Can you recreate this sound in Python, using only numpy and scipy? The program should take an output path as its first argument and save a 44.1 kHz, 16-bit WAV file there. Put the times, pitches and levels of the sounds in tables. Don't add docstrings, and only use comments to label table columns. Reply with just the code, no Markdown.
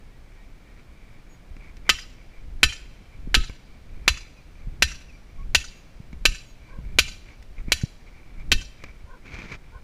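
import sys
import numpy as np
from scipy import signal
from scipy.fft import rfft, irfft, next_fast_len
from scipy.io import wavfile
from scipy.ndimage import uniform_filter1d

SR = 44100
rng = np.random.default_rng(int(sys.argv[2]) if len(sys.argv) > 2 else 0)


def put_to_file(sound):
    columns = np.atleast_2d(sound).T
    safe = np.clip(columns, -1, 1)
    whole_steps = np.round(safe * 32767)
    wavfile.write(sys.argv[1], SR, whole_steps.astype(np.int16))


N = 433503


def amp(db):
    return 10 ** (np.asarray(db) / 20)


def unit(x):
    return x / np.sqrt(np.mean(x ** 2) + 1e-20)


def read(points, hz):
    f, value = np.transpose(points)
    return np.interp(np.log(hz + 1), np.log(f + 1), value)


def add(mix, s, sound):
    part = mix[max(round(s * SR), 0):][:len(sound)]
    part += sound[:len(part)]


def noise(colour, size, tilt_db=0):
    padded = 2 * next_fast_len(size // 2 + 1)
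    hz = np.fft.rfftfreq(padded, 1 / SR)
    octaves = np.log2(np.maximum(hz, 1000) / 3000)
    spectrum = rfft(rng.standard_normal(padded))
    shaped = spectrum * amp(read(colour, hz) + tilt_db * octaves)
    return unit(irfft(shaped)[:size])


def fade(x, t60):
    hz, t, z = signal.stft(x, SR, nperseg=128)
    dying = amp(-60 * t / read(t60, hz)[:, None])
    return signal.istft(z * dying, SR, nperseg=128)[1][:len(x)]


def smooth_random(length, size):
    return unit(uniform_filter1d(rng.standard_normal(length), size))


def waver(size):
    return unit(uniform_filter1d(uniform_filter1d(rng.standard_normal(N), size), size))


# (time [s], clank level [dB], ring level [dB],
# clank treble tilt [dB per octave], rebound level [dB], extra level of the lowest mode [dB], crack level [dB],
# air of the downswing [dB], air of the follow-through [dB], recoil of the camera [dB])
BLOWS = [(1.8926, -2, 1.5, -1, 1.5, 7, 6.5, -39, -29, -43),
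         (2.6310, 1, 4, -0.5, -1.5, -2, 4, -35.5, -21.5, -21),
         (3.3433, -4, -2.5, -1.5, 5, 14.5, 6, -34, -15, -25),
         (4.0786, 3, -3, -2.1, -8, -2, -6.5, -30.5, -29.5, -21),
         (4.823, 1, 0.5, 0, -8, -12, 3.5, -30.5, -33, -20.5),
         (5.5478, 1.5, -1, -0.5, -5.5, -17, -8.5, -32, -29.5, -24),
         (6.2536, 1, 0.5, 0, -6.5, -6, -5, -37, -28.5, -24.5),
         (6.9865, 2, 0, -0.2, -1.5, -12.5, 1, -29, -31, -24),
         (7.7198, -0.5, -6, 1, -10.5, -10, 0.5, -34, -35, -32),
         (8.5173, -3, -1.5, 0.5, -0.5, -7.5, -3.5, -33.5, -17, -25)]


def hammering():
    out = np.zeros(N)
    for s, clank_db, ring_db, tilt_db, rebound_db, lowest_db, crack_db, *_ in BLOWS:
        hit = blow(clank_db, ring_db, tilt_db, rebound_db, lowest_db, crack_db)
        add(out, s, hit)
        add(out, s, street(hit))
    return out


# (frequency [Hz], level [dB], time to fall 60 dB [s])
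POST = [(1274, -15.5, 0.25), (1528, -3.5, 0.086), (1795, -8.5, 0.2), (2000, -13, .07), (2170, -8, .04),
        (2399, 2, 0.043), (2655, -1.5, 0.18), (2930, -7.5, .09), (3090, -0.5, .055), (3168, -5.5, 0.058),
        (3573, -7.5, 0.036), (3910, -12, 0.071), (4030, -2.5, 0.14), (4712, -14, 0.067), (4900, -5.5, 0.08),
        (5426, -19.5, .12), (5550, -3, 0.04), (5770, -13.5, 0.31), (6150, -17.5, .1), (6700, -16.5, 0.056),
        (6940, -16.5, 0.14), (7280, -13, 0.08), (9340, -23.5, 0.07), (10707, -19.5, 0.14),
        (12220, -15.5, 0.038)]
# (frequency [Hz], level [dB per Hz])
CLANK = [(150, -19), (400, -14), (800, -16.5), (1150, -6.5), (1700, -6), (2600, 3), (3300, -1), (3700, -3),
         (4600, -2), (5250, -9), (5800, -7), (7300, -9), (8000, -17.5), (11000, -18.5), (15000, -29)]
# (frequency [Hz], time to fall 60 dB [s])
CLANK_T60 = [(300, 0.042), (1500, 0.031), (3000, 0.049), (7000, 0.046), (14000, 0.053)]
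REBOUND_S = .005
GRIP_LOSS_DB_PER_S = 229.5


def blow(clank_db, ring_db, tilt_db, rebound_db, lowest_db, edge_db, crowd_db=-8, modes_db=-17, spread_db=1.4,
         rise_s=0.00037, twin_hz=22, twin_db=-6, push_db=-13, push_s=.0003,
         crack_db=-9, crack_hz=1950, crack_s=0.00082, grip=0.007):
    t = np.arange(SR // 3) / SR
    out = np.zeros(len(t))
    for s, db in [(0, 0), (REBOUND_S, rebound_db)]:
        crowd = fade(noise(CLANK, size=len(t), tilt_db=tilt_db), CLANK_T60)
        add(out, s, amp(crowd_db + clank_db + db) * crowd * (1 - np.exp(-t / rise_s)))
    hz, db, t60 = np.transpose(POST)[:, :, None]
    luck, drift, split, phase, twin_phase = rng.standard_normal((5, len(POST), 1))
    hz = hz * (1 + grip * drift)
    db = db + spread_db * luck + lowest_db * (hz == hz.min())
    tone = np.sin(2 * np.pi * (hz * t + phase))
    twin = np.sin(2 * np.pi * ((hz + twin_hz * split) * t + twin_phase))
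    dying = amp(-60 * t / t60 - GRIP_LOSS_DB_PER_S * t)
    ring = (amp(db) * dying * (tone + amp(twin_db) * twin)).sum(0)
    out += amp(modes_db + ring_db) * ring * (1 - np.exp(-t / 0.0004))
    u = t / crack_s
    pitch = crack_hz * (1 + 0.033 * rng.standard_normal())
    out += amp(crack_db + edge_db) * u ** 2 * np.exp(1 - u ** 2) * np.sin(2 * np.pi * pitch * t)
    u = t / push_s
    return out - amp(push_db + clank_db) * u * (2 - u) * np.exp(-u) * 2


# (frequency [Hz], level [dB])
STREET = [(200, -12), (900, -3.5), (1500, -3), (3000, -1.5), (7000, 4.5), (9500, 3), (15000, -6)]
# (frequency [Hz], time to fall 60 dB [s])
STREET_T60 = [(300, 0.45), (2000, 0.53), (6000, 0.46), (12000, 0.47)]
# (frequency [Hz], level [dB])
FAR = [(300, -19.5), (1500, -16), (2800, -1.5), (4200, 0), (6000, 4.5), (8000, -15.5), (14000, 1)]
# (delay [s], level [dB], centre frequency [Hz], smear [s])
WALLS = [(0.014, -35, 4400, .02), (0.057, -36.5, 2960, 0.022), (.093, -37, 1560, 0.0024),
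         (.0925, -30.5, 6400, 0.0063), (.127, -38.5, 5200, 0.0097)]


def street(x, tail_db=-20, build_s=0.006, far_db=-39, far_t60=1.8, clump_db=2.5):
    t = np.arange(SR) / SR
    near = fade(noise(STREET, size=len(t)), STREET_T60) * (1 - np.exp(-t / build_s))
    near *= amp(clump_db * smooth_random(len(t), size=260))
    far = noise(FAR, size=len(t)) * np.exp(-np.log(1000) * t / far_t60) * (1 - np.exp(-t / 0.12))
    echo = amp(tail_db) * near / np.linalg.norm(near) + amp(far_db) * far / np.linalg.norm(far)
    for delay, db, hz, smear in WALLS:
        colour = [(hz / 4, -25), (hz, 0), (hz * 2, -20), (hz * 4, -36)]
        slap = noise(colour, size=4096) * np.exp(-t[:4096] / smear)
        add(echo, delay, amp(db) * slap / np.linalg.norm(slap))
    return signal.fftconvolve(x, echo)


def thump(db, hz, decay):
    t = np.arange(SR // 4) / SR
    return amp(db) * t / decay * np.exp(1 - t / decay) * np.sin(2 * np.pi * hz * t)


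RECOIL_AFTER_S, RECOIL_HZ, RECOIL_DECAY_S = .014, 64.3, .009
# (time [s], level [dB],
# frequency [Hz])
KNOCKS = [(1.508, -31, 55), (3.274, -26, 199), (3.369, -20, 236), (3.375, -25, 79), (4.672, -26.5, 125),
          (6.001, -28, 137), (6.131, -31.5, 173.7), (6.787, -29, 144), (7.682, -23, 186),
          (7.8357, -11, 124), (8.525, -19.5, 224), (9.04, -31, 54), (9.755, -31, 55)]
KNOCK_CYCLES = 0.29
# (time [s], level [dB], treble tilt [dB per octave])
TICKS = [(1.566, -38.5, -2.5), (1.769, -44, 5.5), (3.497, -29, -4), (6.129, -37.5, 0.5), (7.426, -44.5, 7),
         (7.683, -43, -5), (8.839, -26.5, 0)]
# (frequency [Hz], level [dB per Hz])
HOUSING = [(100, 10.5), (180, 3.5), (400, -3), (800, -13.5), (1400, -6), (1950, -6), (2330, 3.5),
           (2800, -11.5), (4000, -15.5), (6500, -20.5), (9000, -40), (15000, -45.5)]
SWAYS_PER_S, SWAY_DB, SWAY_SPREAD_DB, SWAY_HZ, SWAY_DECAY_S = 1.5, -42, 2, 53, 0.018


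def mount(tick_s=0.0037):
    out = np.zeros(N)
    for s, *_, recoil_db in BLOWS:
        add(out, s + RECOIL_AFTER_S, thump(recoil_db, RECOIL_HZ, RECOIL_DECAY_S))
    for s, db, hz in KNOCKS:
        add(out, s, thump(db, hz, KNOCK_CYCLES / hz))
    t = np.arange(SR // 8) / SR
    for s, db, tilt_db in TICKS:
        add(out, s, amp(db) * noise(HOUSING, size=len(t), tilt_db=tilt_db) * np.exp(-t / tick_s))
    for k, (when, strength, pitch) in enumerate(2 * rng.random(size=(30, 3)) - 1):
        sway = thump(SWAY_DB + SWAY_SPREAD_DB * strength, SWAY_HZ * (1 + .2 * pitch), SWAY_DECAY_S)
        add(out, (k + .5 + .5 * when) / SWAYS_PER_S, sway)
    return out


# (frequency [Hz], level [dB per Hz])
AIR = [(12, -3), (28, 1), (55, -9.5), (100, -18), (200, -28), (400, -39), (1000, -72.5)]
DOWNSWING_S, BUILD_DB_PER_S, SETTLE_DB_PER_S = 0.13, 102, 89.5
SURGE_AFTER_S, SURGE_RISE_DB_PER_S, SURGE_FALL_DB_PER_S = 0.025, 258, 207.5
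IDLE_AIR_DB = -45.5


def air(gust_db=1.5):
    t = np.arange(-SR // 2, SR // 2) / SR
    swing = amp(-BUILD_DB_PER_S * np.maximum(-t - DOWNSWING_S, 0) - SETTLE_DB_PER_S * np.maximum(t, 0))
    late = t - SURGE_AFTER_S
    surge = amp(np.minimum(SURGE_RISE_DB_PER_S * late, -SURGE_FALL_DB_PER_S * late))
    power = np.full(N, amp(IDLE_AIR_DB) ** 2)
    for s, *_, swing_db, surge_db, _ in BLOWS:
        add(power, s + t[0], (amp(swing_db) * swing) ** 2 + (amp(surge_db) * surge) ** 2)
    gusts = unit(amp(gust_db * waver(size=1800)))
    return noise(AIR, size=N) * np.sqrt(power) * gusts


def press(length, db):
    return amp(db) * np.sin(np.linspace(0, np.pi, int(length * SR)))


# (time [s], length [s], hiss level [dB], note level [dB])
DRAGS = [(0.764, .06, -51, -76), (1.582, 0.14, -56, -59), (1.845, 0.11, -74, -45.5),
         (2.315, 0.13, -69, -63), (3.08, 0.11, -74, -61.5), (3.827, 0.52, -68, -63),
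         (7.252, 0.11, -55, -58), (7.562, 0.057, -54, -54), (7.667, 0.056, -60, -51.5),
         (8.059, 0.042, -59, -55.5), (8.367, 0.074, -62, -55.5), (8.77, 0.16, -54, -53.5),
         (9.227, 0.32, -39.5, -50), (9.484, 0.088, -37.5, -51)]
# (frequency [Hz], level [dB per Hz])
SHELL = [(100, -15.5), (800, -4.5), (1800, -9), (2150, 3), (2350, 9), (2600, -17), (3200, -17.5),
         (6500, -27), (15000, -45.5)]
CLOTH_DB, CLOTH_NOTE_DB, CLOTH_SWELL_DB = -67, -66.5, 3.5


def cloth(grain_db=2.5):
    restless = unit(amp(CLOTH_SWELL_DB * waver(size=3500)))
    hiss, note = amp(CLOTH_DB) * restless, amp(CLOTH_NOTE_DB) * restless
    for s, length, hiss_db, note_db in DRAGS:
        add(hiss, s, press(length, hiss_db))
        add(note, s, press(length, note_db))
    grain = unit(amp(grain_db * waver(size=150)))
    return (noise(HOUSING, size=N) * hiss + noise(SHELL, size=N) * note) * grain


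# (time [s], length [s], highest pitch [Hz], level [dB])
CAWS = [(6.672, 0.15, 524, -52.5), (9.06, .13, 505, -50), (9.712, 0.091, 500, -50.5)]
# (time [s], length [s], start pitch [Hz], end pitch [Hz], level [dB])
NOTES = [(0.084, 0.13, 1850, 1980, -68), (.35, 0.11, 1850, 1910, -65), (0.621, 0.19, 1820, 1940, -68),
         (1.1, .12, 1750, 1920, -71), (1.283, .09, 6780, 6660, -64), (4.362, 0.047, 2580, 2370, -57),
         (5.08, 0.04, 2810, 2350, -53.5), (5.123, .05, 2340, 2370, -56), (5.374, 0.067, 1103, 1106, -53.5),
         (5.737, 0.093, 6700, 6570, -65), (6.442, 0.11, 6700, 6600, -64)]


def birds(arch=0.084, overtone_db=-13):
    out = np.zeros(N)
    for s, length, hz, db in CAWS:
        u = np.linspace(0, 1, int(length * SR))
        phase = 2 * np.pi * np.cumsum(hz * (1 - arch * (2 * u - 1) ** 2)) / SR
        blur = uniform_filter1d(rng.standard_normal((3, 2, len(u))), size=300)
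        blur = uniform_filter1d(blur, size=180)
        throat = np.zeros(len(u))
        for k, (level, (a, b)) in enumerate(zip([-4, 0, -3], blur), 1):
            throat += amp(level) * (a * np.sin(k * phase) + b * np.cos(k * phase))
        add(out, s, amp(db) * unit(throat) * np.sin(np.pi * u))
    for s, length, start_hz, end_hz, db in NOTES:
        u = np.linspace(0, 1, int(length * SR))
        jitter = smooth_random(len(u), size=100)
        glide = (start_hz + (end_hz - start_hz) * u) * (1 + 0.0046 * jitter)
        phase = 2 * np.pi * np.cumsum(glide) / SR
        whistle = unit(np.sin(phase) + amp(overtone_db) * np.sin(2 * phase))
        add(out, s, amp(db) * whistle * np.sin(np.pi * u))
    return out


# (frequency [Hz], level [dB per Hz])
HUSH = [(59, -31.5), (100, 0.5), (253, -5.5), (394, -10.5), (682, -13), (917, -17), (2000, -19),
        (2320, -19.5), (2930, -23), (5070, -27.5), (12800, -39.5), (13900, -42.5), (15500, -34)]
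HUSH_DB = -55


def hush():
    return amp(HUSH_DB) * noise(HUSH, size=N)


def scene():
    return (hammering() + mount() + air() + cloth() + birds() + hush())[None]


EDGE_HZ = 15400


def record(dry, ceiling=1.0):
    rounded = dry / (1 + (dry / ceiling) ** 4) ** .25
    lowpass = signal.firwin(255, EDGE_HZ, window=("kaiser", 9), fs=SR)
    return signal.oaconvolve(rounded, lowpass[None], "same")


dry = scene()
out = record(dry)
put_to_file(out)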